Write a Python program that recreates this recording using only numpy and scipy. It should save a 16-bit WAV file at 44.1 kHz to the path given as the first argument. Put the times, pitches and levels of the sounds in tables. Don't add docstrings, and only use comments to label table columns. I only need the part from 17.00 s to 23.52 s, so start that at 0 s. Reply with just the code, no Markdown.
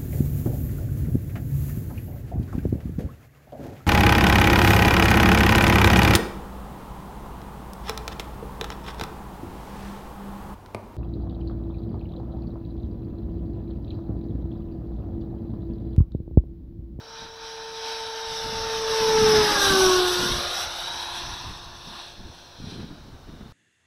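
import sys
import numpy as np
from scipy import signal
from scipy.fft import rfft, irfft, next_fast_len
from scipy.io import wavfile
from scipy.ndimage import uniform_filter1d, map_coordinates

SR = 44100
rng = np.random.default_rng(int(sys.argv[2]) if len(sys.argv) > 2 else 0)


def output_pcm(signal):
    pcm = np.clip(np.atleast_2d(signal).T, -1, 1) * 32767
    wavfile.write(sys.argv[1], SR, np.round(pcm).astype(np.int16))


N = 287708
TIME = np.arange(N) / SR
SOUND_M_PER_S = 343


def from_db(db):
    return 10 ** (np.asarray(db) / 20)


def unit_level(x):
    return x / np.sqrt(np.mean(x ** 2) + 1e-20)


def look_up(rows, at):
    marks, *columns = np.transpose(rows)
    return [np.interp(at, marks, column) for column in columns]


def drift(rate):
    step, warm_up = 40, 2000
    pole = np.exp(-2 * np.pi * step * rate / SR)
    white = rng.standard_normal(N // step + warm_up + 2)
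    slow = signal.lfilter([1], [1, -2 * pole, pole * pole], white)[warm_up:]
    return np.interp(np.arange(N) / step, np.arange(len(slow)), unit_level(slow))


def noise(spectrum, patchy_db=0.0, rate=1.0, bands=1):
    hz, db = np.transpose(spectrum)
    size = next_fast_len(N)
    log_hz, marks = np.log(np.arange(size // 2 + 1) * SR / size + 1e-9), np.log(hz)
    shape = from_db(np.interp(log_hz, marks, db, left=-200, right=-200))
    bins = rfft(rng.standard_normal(size)) * shape
    place = np.interp(log_hz, [marks[0], marks[-1]], [0, bands - 1])
    parts = (irfft(bins * np.maximum(1 - abs(place - k), 0), size)[:N] for k in range(bands))
    return unit_level(sum(part * from_db(patchy_db * drift(rate)) for part in parts))


# f/Hz, relative level/dB
STILL_AIR_SPECTRUM = [(30, -3), (200, -9.5), (600, -7), (1500, -13.5), (2100, -22), (2900, -23),
                      (4000, -25), (6000, -26), (7500, -31), (14000, -35.5), (16000, -31)]

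def still_air(level_db=-53.5):
    return from_db(level_db) * noise(STILL_AIR_SPECTRUM)


# t/s, relative peak level/dB
PUFFS = [(3.334, -24), (3.381, -20), (5.3, -29), (5.602, -24), (5.642, -21), (5.673, -19), (5.686, -18),
         (5.787, -25), (5.845, -21.5), (6.429, -23.5)]

def puffs(typical_width_s=0.0013, gain_db=-10.0):
    out = np.zeros(N)
    for start, peak_db in PUFFS:
        width_s = typical_width_s * from_db(2 * rng.standard_normal())
        offset = (TIME - start) / width_s - 1
        near = abs(offset) < 6
        out[near] += from_db(peak_db + gain_db) * offset[near] * np.exp((1 - offset[near] ** 2) / 2)
    return out


def gust(start, length, rise_s=0.045, fade_s=0.031):
    rise = np.clip((TIME - start) / rise_s + .5, 0, 1)
    return rise * np.exp(-np.maximum(TIME - start - length, 0) / fade_s)


# f/Hz, relative level/dB
RUMBLE_SPECTRUM = [(12, -3.5), (25, -0.5), (45, -4), (80, -4), (120, -8), (220, -21)]
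BUFFET_SPECTRUM = [(60, -21), (120, -1.5), (160, -0.5), (220, 0), (290, -4), (400, -9.5), (700, -28.5),
                   (1400, -22.5), (3000, -39)]
# t/s, rumble level/dB
BREEZE = [(0, -61), (1.2, -60), (1.4, -51), (4.7, -48), (5.05, -55), (6.52, -50.5)]
# start t/s, length/s, rumble level/dB, buffet level/dB
GUSTS = [(0.202, 0.055, -53, -51), (1.274, 0.05, -45, -52), (1.432, 0.23, -43.5, -45),
         (1.72, 0.21, -47, -48), (1.994, 0.876, -40.5, -38), (2.203, 0.21, -35, -31.5),
         (2.692, .04, -31, -32), (2.845, 0.27, -42, -47.5), (3.186, 0.055, -38, -30.5),
         (3.3, .07, -34, -33.5), (4.216, 0.11, -41.5, -47), (4.432, .07, -38.5, -46),
         (4.85, 0.082, -53, -50.5), (5.182, 0.11, -41.5, -49), (5.6, .32, -45.5, -39),
         (5.974, 0.21, -45, -49), (6.27, 0.21, -46.5, -47)]

def wind():
    rumble_gain = from_db(look_up(BREEZE, TIME)[0])
    buffet_gain = rumble_gain * from_db(-11)
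    for start, length, rumble_db, buffet_db in GUSTS:
        strength = gust(start, length)
        rumble_gain = np.hypot(rumble_gain, from_db(rumble_db) * strength)
        buffet_gain = np.hypot(buffet_gain, from_db(buffet_db) * strength)
    rumble = rumble_gain * noise(RUMBLE_SPECTRUM, patchy_db=2.5, rate=13.0)
    buffet = buffet_gain * noise(BUFFET_SPECTRUM, patchy_db=3.5, rate=25.0)
    return rumble + buffet


LOWEST_M, LOWEST_S, PULL_UP_M_PER_S2 = 5.95, 3.0, 2.66
# f/Hz, level/dB
GROUND_BOUNCE = [(450, -2.14), (1100, -6), (1900, -14.5), (2500, -8), (3600, -10.5), (5000, -9.5),
                 (6500, -28), (15000, -21)]

def ground_echo(sound, distance, mic_height_m=1.6):
    height = LOWEST_M + .5 * PULL_UP_M_PER_S2 * (TIME - LOWEST_S) ** 2
    delay_s = 2 * mic_height_m * height / distance / SOUND_M_PER_S
    hz, db = np.transpose(GROUND_BOUNCE)
    log_hz = np.log(np.arange(1, N // 2 + 2) * SR / N)
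    dulled = irfft(rfft(sound) * from_db(np.interp(log_hz, np.log(hz), db)), N)
    return map_coordinates(dulled, [(TIME - delay_s) * SR], order=3)


SPEED_M_PER_S, CLOSEST_M, PASS_S = 43.37, 15.7, 2.63
MACH = SPEED_M_PER_S / SOUND_M_PER_S

def flight():
    along = SPEED_M_PER_S * (TIME - PASS_S)
    distance = (np.sqrt(along ** 2 + (1 - MACH ** 2) * CLOSEST_M ** 2) - MACH * along) / (1 - MACH ** 2)
    return distance, np.degrees(np.arccos(MACH - along / distance))


# t/s, relative level/dB
AIR_FADING = [(0.03, -4), (0.23, 2.5), (0.33, -5.4), (0.45, 1.5), (0.73, -1), (0.87, 5.5), (1.13, 1.1),
              (1.73, 2.5), (1.79, 0), (2.01, 2), (2.61, -1.04), (2.93, 0.13), (3.63, 0.2), (3.67, -3),
              (4.19, -0.2), (4.79, -8), (5.01, 1), (5.17, -8.2), (5.63, -6.8), (5.73, -0.5), (5.85, -7),
              (6.21, -14), (6.31, -10), (6.47, -12)]

def path_db(distance, fading_share):
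    fading_db = uniform_filter1d(look_up(AIR_FADING, TIME)[0], size=2646, mode="nearest")
    return 20 * np.log10(CLOSEST_M / distance) + fading_share * fading_db


# base level/dB, loss in the air/(dB per m), boost straight ahead/dB, share of the fading
EXHAUST_PARTS = [(-26.5, 0.0671, 0.76, 0.71), (-25.5, 0.02, -1.4, 1.21), (-25.5, 0.08, 0.35, 0.87),
                 (-36, 0.11, -1.75, 1.1)]

def exhaust_levels(distance, angle):
    extra_m, ahead = distance - CLOSEST_M, np.cos(np.radians(angle))
    return [db + path_db(distance, share) - air_loss * extra_m + ahead_db * ahead
            for db, air_loss, ahead_db, share in EXHAUST_PARTS]


# f/Hz, relative level/dB
ROAR_SPECTRUM = [(120, -50), (300, -5), (550, -4.5), (700, -5), (900, 0), (1150, -0.5), (1400, -1),
                 (1650, 0), (1900, -6.5), (2200, -12.5), (2800, -47)]
RUSH_SPECTRUM = [(1700, -15.5), (2200, -12.5), (2700, -8.5), (3200, -6), (3600, -1.5), (3900, 0),
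                 (4400, -9), (4800, -10), (5500, -50)]
HISS_SPECTRUM = [(4000, -17), (4500, -9), (4900, -5.5), (5400, 1), (5800, 1), (6200, -7.5), (6600, -22),
                 (7000, -32.5), (8000, -29)]
SIZZLE_SPECTRUM = [(6200, 3.5), (7000, -10.5), (7400, -7), (8000, 3), (8900, -10), (9700, 1), (10400, 2.5),
                   (11100, -14), (11900, -1.5), (12600, -4), (13400, -22), (14200, -12), (15200, -32),
                   (16000, -45)]

def exhaust(roar_db, rush_db, hiss_db, sizzle_db):
    swirls = drift(7.2)
    roar = from_db(roar_db) * noise(ROAR_SPECTRUM, patchy_db=0.93, rate=19.0, bands=8)
    rush = from_db(rush_db + .5 * swirls) * noise(RUSH_SPECTRUM, patchy_db=1.3, rate=15.0, bands=7)
    hiss = from_db(hiss_db + 1.08 * swirls) * noise(HISS_SPECTRUM, patchy_db=2.2, rate=6.8, bands=7)
    sizzle = from_db(sizzle_db + 1.5 * swirls) * noise(SIZZLE_SPECTRUM, patchy_db=1.5, rate=19, bands=7)
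    return roar + rush + hiss + sizzle


def air_absorption(sound, distance, edge_hz=11200, closest_db=2.5, loss_db_per_m=0.06):
    treble = signal.sosfiltfilt(signal.butter(4, edge_hz, "high", fs=SR, output="sos"), sound)
    gain = from_db(closest_db - loss_db_per_m * (distance - CLOSEST_M))
    return sound + treble * (gain - 1)


# angle/degrees, centre f/Hz, depth (negative is a bump)
PASSING_HOLLOW = [(16.6, 2500, -0.076), (48.6, 2120, -0.78), (78.5, 2100, -0.053), (104, 1880, 0.69),
                  (132, 2050, 0.69), (145, 2200, 0.42), (152.6, 2800, 0.35), (160, 2850, 0.13),
                  (169, 2200, -0.14), (167.8, 2000, 0.43)]
THROATY_ROAR = [(8, 1250, -0.83), (13, 1300, 0.071), (100, 1000, 0.18), (150, 650, -0.23),
                (164.7, 1020, -0.89), (171.2, 1180, -1.15), (170.3, 1300, 0.0032)]

def tone_sweep(sound, angle):
    for pattern, width_hz in [(PASSING_HOLLOW, 490), (THROATY_ROAR, 300)]:
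        centre_hz, depth = look_up(pattern, angle)
        carrier = np.exp(2j * np.pi * np.cumsum(centre_hz) / SR)
        pole = np.exp(-np.pi * width_hz / SR)
        band = 2 * np.real(carrier * signal.lfilter([1 - pole], [1, -pole], sound / carrier))
        sound = sound - depth * band
    return sound


# angle/degrees, level/dB at the closest distance
HUM_LEVELS = [(7, -25.5), (9, -17), (16, -24.5), (36, -19), (51, -17.5), (65, -28.5), (85, -22.5),
              (112, -20.5), (133, -26), (160, -32), (174, -40)]
WHINE_ANGLES = [11, 45, 80, 115, 145, 164, 172]
# multiple of the hum's pitch, then level/dB above noise_db at each of those angles
WHINE_OVERTONES = [(2, 0, 0.5, -8, -6, -13, -14, -11), (3, -17, -8, -8, 0.5, -10, -22, -19),
                   (4, -15, -16, 0, -4, -7, -14, -19), (11, -10, -19, -25, -25, -21, -2, -18),
                   (12, -6, -2, -12, -26, -22, -17, -8), (13, -14, -12, -26, -28, -27, -22, -23)]

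def fan(noise_db, distance, angle, turns_per_s=393.5, wobble=0.00045):
    doppler_hz = turns_per_s / (1 - MACH * np.cos(np.radians(angle)))
    phase = 2 * np.pi * np.cumsum(doppler_hz * (1 + wobble * drift(18.6))) / SR
    hum_db = look_up(HUM_LEVELS, angle)[0] + path_db(distance, fading_share=0.34)
    hum = from_db(hum_db + .5 * drift(28)) * np.sin(phase)
    roughness = .22 + .45 * np.sin(np.radians(angle)) ** 2
    whine = np.zeros(N)
    for multiple, *levels_db in WHINE_OVERTONES:
        turn = multiple * phase + rng.uniform(0, 2 * np.pi)
        rasp = drift(30) * np.sin(turn) + drift(30) * np.cos(turn)
        tone = (np.sin(turn) + roughness * rasp) / np.sqrt(1 + 2 * roughness ** 2)
        whine += from_db(noise_db + np.interp(angle, WHINE_ANGLES, levels_db)) * tone
    return np.sqrt(2) * hum, np.sqrt(2) * whine


def scene():
    distance, angle = flight()
    roar_db, rush_db, hiss_db, sizzle_db = exhaust_levels(distance, angle)
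    hum, whine = fan((rush_db + hiss_db) / 2, distance, angle)
    airflow = air_absorption(exhaust(roar_db, rush_db, hiss_db, sizzle_db), distance)
    body = hum + tone_sweep(airflow, angle)
    echo = ground_echo(body + .3 * whine, distance)
    return (still_air() + wind() + puffs() + echo + body + whine)[None]


def record(dry, cutoff_hz=15650):
    return signal.sosfilt(signal.ellip(12, .1, 90, cutoff_hz, fs=SR, output="sos"), dry)


dry = scene()
out = record(dry)
output_pcm(out)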